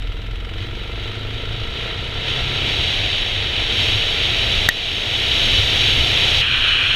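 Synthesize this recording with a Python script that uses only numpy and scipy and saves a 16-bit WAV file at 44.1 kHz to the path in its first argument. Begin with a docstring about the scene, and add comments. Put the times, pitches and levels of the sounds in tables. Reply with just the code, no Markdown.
"""A single-cylinder dirt bike pulls along a gravel track and shifts up once, heard from a microphone on the
rider. Firings thump the exhaust; valve gear and chain clatter. Wind buffets the microphone housing and hisses
at its edges, growing with speed; low booms swell where the engine's note passes a resonance. One sharp knock,
likely a stone, overloads the microphone and ducks the gain. Near the end the ride jumps to another stretch of
track."""
import sys
import numpy as np
from scipy import signal
from scipy.fft import rfft, irfft
from scipy.io import wavfile
from scipy.ndimage import uniform_filter1d

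SR = 44100
rng = np.random.default_rng(int(sys.argv[2]) if len(sys.argv) > 2 else 0)


def store_wav(level_fs):
    """Save 16-bit WAV to argv[1]."""
    pcm = np.round(np.clip(np.atleast_2d(level_fs), -1, 1) * 32767)
    wavfile.write(sys.argv[1], SR, pcm.T.astype(np.int16))


N = 306495
TIME_S = np.arange(N) / SR
JUMP_S = 6.414  # second stretch starts
SHUT_S, SHUT_FALL_S, OPEN_S, OPEN_RISE_S = 2.66, 0.42, 3.22, 0.17  # throttle in the upshift
CRUISE_HZ = 26  # reference firing rate

# Airflow, sagging in the shift. Each row: time in seconds, hiss level in dB.
AIRFLOW = [(0, -41), (.45, -42), (.78, -35.5), (2.1, -29.5), (2.3, -24), (2.83, -20), (3.47, -23),
           (3.8, -20), (4.75, -18.5), (5.45, -17), (6.95, -16.5)]
# Gusts. Each row: centre in seconds, half-length in seconds, added buffet in dB, added airflow in dB.
GUSTS = [(.62, 0.044, 1, 4.5), (1.05, 0.056, 1.5, 2), (1.853, 0.076, -0.5, 4), (2.305, 0.072, -2, 2),
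         (2.703, 0.08, 2, 0.5), (3.84, 0.12, 3.5, 2), (4.567, 0.13, 3, 0.5), (5.52, 0.15, 3.5, 0),
         (6.0, .17, 4.5, 0)]
# Pressure swirls on the housing. Each row: frequency in Hz, relative level in dB.
BUFFET_SPECTRUM = [(8, -38), (18, 7), (30, 1), (55, -3.5), (85, -0.5), (112, -3), (135, -12.5),
                   (170, -17.5), (300, -20), (800, -54.5)]
# Air and tyre roar. Each row: frequency in Hz, relative level in dB.
ROAR_SPECTRUM = [(80, -8), (170, 2), (240, 1), (380, 4), (550, 2), (700, 4), (850, -1), (1100, -5),
                 (1500, -2), (2100, 5), (2800, -3.5), (5000, -42), (15000, -59)]
# Edge hiss. Each row: frequency in Hz, relative level in dB on the first stretch, same on the second.
HISS_SPECTRUM = [(500, -27, -34), (1020, -28, -18), (1510, -20.5, -4.5), (2230, -9.5, -10.5), (2360, -6, 1),
                 (3315, 0.5, 2.5), (3440, -3, -4.5), (3928, -0.5, -6), (4180, -13.5, -9),
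                 (4610, -16.5, -25), (4910, -24, -25), (7080, -32.5, -34.5), (11600, -44, -41),
                 (14700, -62, -64)]
# Fine spray of the fastest air. Each row: frequency in Hz, relative level in dB.
SPRAY_SPECTRUM = [(1000, -31), (3500, -7), (4600, 8), (5500, 7.5), (7000, -1), (10000, -7), (12300, -6),
                  (15000, -21)]
# Peaks and notches of the housing's cavities. Each row: centre in Hz, width in Hz, gain in dB.
CAVITIES = [(1820, 28, -0.5), (2993, 36, 4.5), (4540, 130, 4), (5550, 245, 7), (6000, 150, -5.5),
            (6410, 210, 8.5), (8200, 250, -2)]
# Low booms. Each row: centre in seconds, frequency in Hz, level in dB.
LOW_BOOMS = [(.62, 97, -25.5), (3.03, 101, -25.5), (3.37, 100, -22.5), (3.95, 102.8, -25.5),
             (5.6, 100, -25), (6.0, 75.4, -23), (6.25, 104, -25.5)]
# Knock on the housing: start in seconds, gain in dB.
KNOCK = (4.6885, 11.2)
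# Housing shell modes. Each row: frequency in Hz, T60 in seconds, relative level in dB.
SHELL_MODES = [(1716, 0.0063, 3), (1803, 0.041, -10), (1910, 0.039, -7), (3780, 0.012, -3),
               (4500, 0.0079, -4), (6440, 0.0087, -6.5), (7950, 0.0049, -5.5), (12100, 0.0022, -6)]
# Ring of valve gear and chain. Each row: frequency in Hz, relative level in dB.
CLATTER_SPECTRUM = [(500, -4), (1130, 1), (1320, 10), (1650, 5), (2200, 3.5), (3000, 9), (4000, -0.5),
                    (4400, -8), (5300, -6.5), (6500, -19), (8000, -18.5), (15000, -48)]
# Engine orders, low boom to high firing harmonics. Each row: multiple of the firing rate, base level in dB.
ENGINE_ORDERS = [(2, -41), (3, -50.5), (4, -46.5), (5, -54), (8, -58), (10, -57.5), (14, -53.5),
                 (15, -57.5)]
# Resonances the orders sweep through. Each row: centre in Hz, width in Hz, lift in dB.
ORDER_RESONANCES = [(115.7, 27, 8), (266.5, 16, 10.5), (450, 21, 7)]
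# Exhaust, airbox and casing modes. Each row: frequency in Hz, width in Hz, relative gain in dB.
EXHAUST_MODES = [(100, 25, 1), (280, 66, -6), (344, 33, -1.5), (459, 32, 4.5), (670, 30, -7), (949, 19, -5),
                 (1264, 38, -7.5), (1362, 17.7, 1.5)]
# Revs through two gears on the first stretch. Each row: time in seconds, firing rate in Hz.
REVS = [(0.0, 19.9), (0.51, 22.6), (1.73, 28.8), (2.73, 34.2), (2.87, 31.3), (3.1, 25.4), (3.33, 25.1),
        (5.79, 32.1), (6.4, 32.6)]


def undb(db):
    """Decibels to gain."""
    return 10 ** (np.asarray(db) / 20)


def unit(x):
    """Scale to rms 1."""
    return x / np.sqrt(np.mean(x ** 2))


def bell(x, centre, width):
    """Gaussian, peak 1."""
    return np.exp(-((x - centre) / width) ** 2)


def curve(rows):
    """Timed table to one value a sample."""
    return np.interp(TIME_S, *np.transpose(rows))


def drift(rate_hz):
    """Low-passed noise, rms 1."""
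    hz = np.fft.rfftfreq(N, 1 / SR)
    return unit(irfft(rfft(rng.standard_normal(N)) / (1 + (hz / rate_hz) ** 2), N))


def colour(x, spectrum, peaks=(), column=1):
    """Shape x by a spectrum column plus peaks and notches; rms 1."""
    hz, spectrum = np.fft.rfftfreq(N, 1 / SR), np.array(spectrum)
    db = np.interp(np.log(np.maximum(hz, 1)), np.log(spectrum[:, 0]), spectrum[:, column])
    db += sum(gain_db * bell(hz, centre, width) for centre, width, gain_db in peaks)
    return unit(irfft(rfft(x) * undb(db), N))


def airflow(later, buffet_db_per_db=0.19):
    """Air and buffet levels in dB: both rise with road speed, gusts on top."""
    air_db = curve(AIRFLOW)
    buffet_db = -23.5 + buffet_db_per_db * air_db - 1.5 * later
    for centre_s, half_s, gust_buffet_db, gust_air_db in GUSTS:
        gust = bell(TIME_S, centre_s, half_s)
        air_db += gust_air_db * gust
        buffet_db += gust_buffet_db * gust
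    return air_db, buffet_db


def wind(roar_db_per_db=0.6, spray_db_per_db=2.29, shelter_db=-7):
    """Swirls buffet the housing; eddies flutter roar and hiss. Faster air is louder and brighter."""
    later = TIME_S >= JUMP_S  # less roar, lower hiss, no spray
    air_db, buffet_db = airflow(later)
    eddies, surges = drift(130), drift(5.7)
    buffet = colour(rng.standard_normal(N), BUFFET_SPECTRUM) * undb(buffet_db)
    roar = colour(rng.standard_normal(N) * undb(0.93 * eddies), ROAR_SPECTRUM)
    roar *= undb(-17.5 + roar_db_per_db * air_db + shelter_db * later)
    jet = rng.standard_normal(N) * undb(0.5 * eddies + 0.66 * surges)
    first_hiss = colour(jet, HISS_SPECTRUM, CAVITIES)
    later_hiss = colour(jet, HISS_SPECTRUM, CAVITIES, column=2)
    hiss = np.where(later, later_hiss, first_hiss) * undb(air_db)
    spray = colour(rng.standard_normal(N), SPRAY_SPECTRUM, CAVITIES)
    spray *= undb(2 + spray_db_per_db * air_db) * ~later
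    return buffet + roar + hiss + spray


def low_booms(half_s=0.038):
    """A low tone near 100 Hz swells and dies, mostly the engine's note passing a resonance."""
    booms = np.zeros(N)
    for centre_s, hz, db in LOW_BOOMS:
        tone = np.sqrt(2) * np.sin(2 * np.pi * (hz * TIME_S + rng.random()))
        booms += undb(db) * bell(TIME_S, centre_s, half_s) * tone
    return booms


def knock(crack_db=-7.5, crack_s=0.0012):
    """Hard, tiny contact: a crack and the short ring of the plastic shell."""
    start_s, gain_db = KNOCK
    age_s = np.maximum(TIME_S - start_s, 0)
    ring = sum(undb(db - 60 * np.minimum(age_s / t60_s, 2)) * np.sin(2 * np.pi * hz * age_s)
               for hz, t60_s, db in SHELL_MODES)
    crack = undb(crack_db) * np.exp(-np.minimum(age_s / crack_s, 20)) * rng.standard_normal(N)
    return undb(gain_db) * (ring + crack) * (TIME_S >= start_s)


def clatter(cycles, firing_hz, tick_phase=0.504, tick_s=0.003, scatter_db=0.9, whirr=0.14):
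    """Valve gear ticks once a cycle over the chain's even whirr."""
    tick_age = ((cycles - tick_phase) % 1) / firing_hz / tick_s
    ticks = undb(scatter_db * drift(16)) * tick_age * np.exp(1 - tick_age)
    return colour((whirr + ticks) * rng.standard_normal(N), CLATTER_SPECTRUM, CAVITIES[:2])


def hum(cycles, firing_hz, exhaust_db, load_share=0.29, low_gear_db=3, waver_db=2.5, lug_db=13):
    """Engine orders swell under load, in the lower gear and through resonances."""
    lug = np.clip((CRUISE_HZ - firing_hz) / 6, 0, 1)
    pull_db = load_share * (exhaust_db - exhaust_db.mean())
    pull_db += low_gear_db * np.clip((OPEN_S - TIME_S) / SHUT_FALL_S, 0, 1)
    tones = np.zeros(N)
    for order, base_db in ENGINE_ORDERS:
        lift_db = sum(db * bell(order * firing_hz, hz, width) for hz, width, db in ORDER_RESONANCES)
        level_db = base_db + lift_db + pull_db + waver_db * drift(3)
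        if order == 2:  # crank's once-a-turn shake dominates at low revs
            level_db += lug_db * lug
        tones += undb(level_db) * np.sqrt(2) * np.cos(2 * np.pi * order * cycles)
    return tones


def exhaust(cycles, firing_hz, jitter_s=0.00004, scatter_db=1, gas_db=-18, gas_s=0.010):
    """Each firing rings the pipe with a pulse and a puff of gas."""
    firings = np.flatnonzero(np.diff(np.floor(cycles)))
    timing, strength = rng.standard_normal((len(firings), 2)).T
    firings += (jitter_s * SR * timing).astype(int)
    pulses = np.zeros(N)
    pulses[np.clip(firings, 0, N - 1)] = undb(scatter_db * strength)
    gas = np.exp(-(cycles % 1) / firing_hz / gas_s) * rng.standard_normal(N)
    drive = unit(pulses) + undb(gas_db) * unit(gas)
    pipe = np.zeros(N)
    for k, (hz, width_hz, db) in enumerate(EXHAUST_MODES):
        mode = signal.lfilter(*signal.iirpeak(hz, hz / width_hz, fs=SR), drive)
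        pipe += (-1) ** k * undb(db) * mode  # neighbours in opposite phase
    return unit(pipe)


def engine(later_hz=25.54, later_rise_hz_per_s=2.88, later_throttle=0.25):
    """Two gears, then a gentle pick-up on the second stretch. Levels follow revs and throttle."""
    later = TIME_S >= JUMP_S
    firing_hz = np.where(later, later_hz + later_rise_hz_per_s * (TIME_S - JUMP_S), curve(REVS))
    cycles = 0.1003 + np.cumsum(firing_hz) / SR
    roll_off = np.clip((TIME_S - SHUT_S) / SHUT_FALL_S, 0, 1)
    reopen = np.clip((TIME_S - OPEN_S) / OPEN_RISE_S, 0, 1)
    shut = np.where(later, 1 - later_throttle, roll_off - reopen)
    octaves = np.log2(firing_hz / CRUISE_HZ)
    exhaust_db = -38.5 + 10 * octaves - 13 * shut
    clatter_db = -40 + 3.5 * octaves - 14 * shut
    return (exhaust(cycles, firing_hz) * undb(exhaust_db)
            + clatter(cycles, firing_hz) * undb(clatter_db)
            + hum(cycles, firing_hz, exhaust_db))


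def scene():
    """All sources at one microphone."""
    return (engine() + wind() + low_booms() + knock())[None]


def limiter(x, max_cut_db=7.5, release_db_per_s=10, ahead_s=0.012, attack_s=0.008):
    """Look-ahead gain cut above full scale, with slow recovery."""
    over_db = np.clip(20 * np.log10(np.abs(x) + 1e-9), 0, max_cut_db)
    release_db = release_db_per_s * TIME_S
    held_db = np.maximum.accumulate(over_db + release_db) - release_db
    early_db = np.interp(TIME_S + ahead_s, TIME_S, held_db)
    cut_db = uniform_filter1d(early_db, int(attack_s * SR))
    return x * undb(-cut_db)


def record(dry, ceiling=0.9, top_hz=15250):
    """Microphone chain: limiter, hard clip, steep low-pass."""
    clipped = np.clip(limiter(dry[0]), -ceiling, ceiling)
    lowpass = signal.ellip(12, 0.2, 90, top_hz, fs=SR, output="sos")
    return signal.sosfilt(lowpass, clipped)[None]


dry = scene()
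out = record(dry)
store_wav(out)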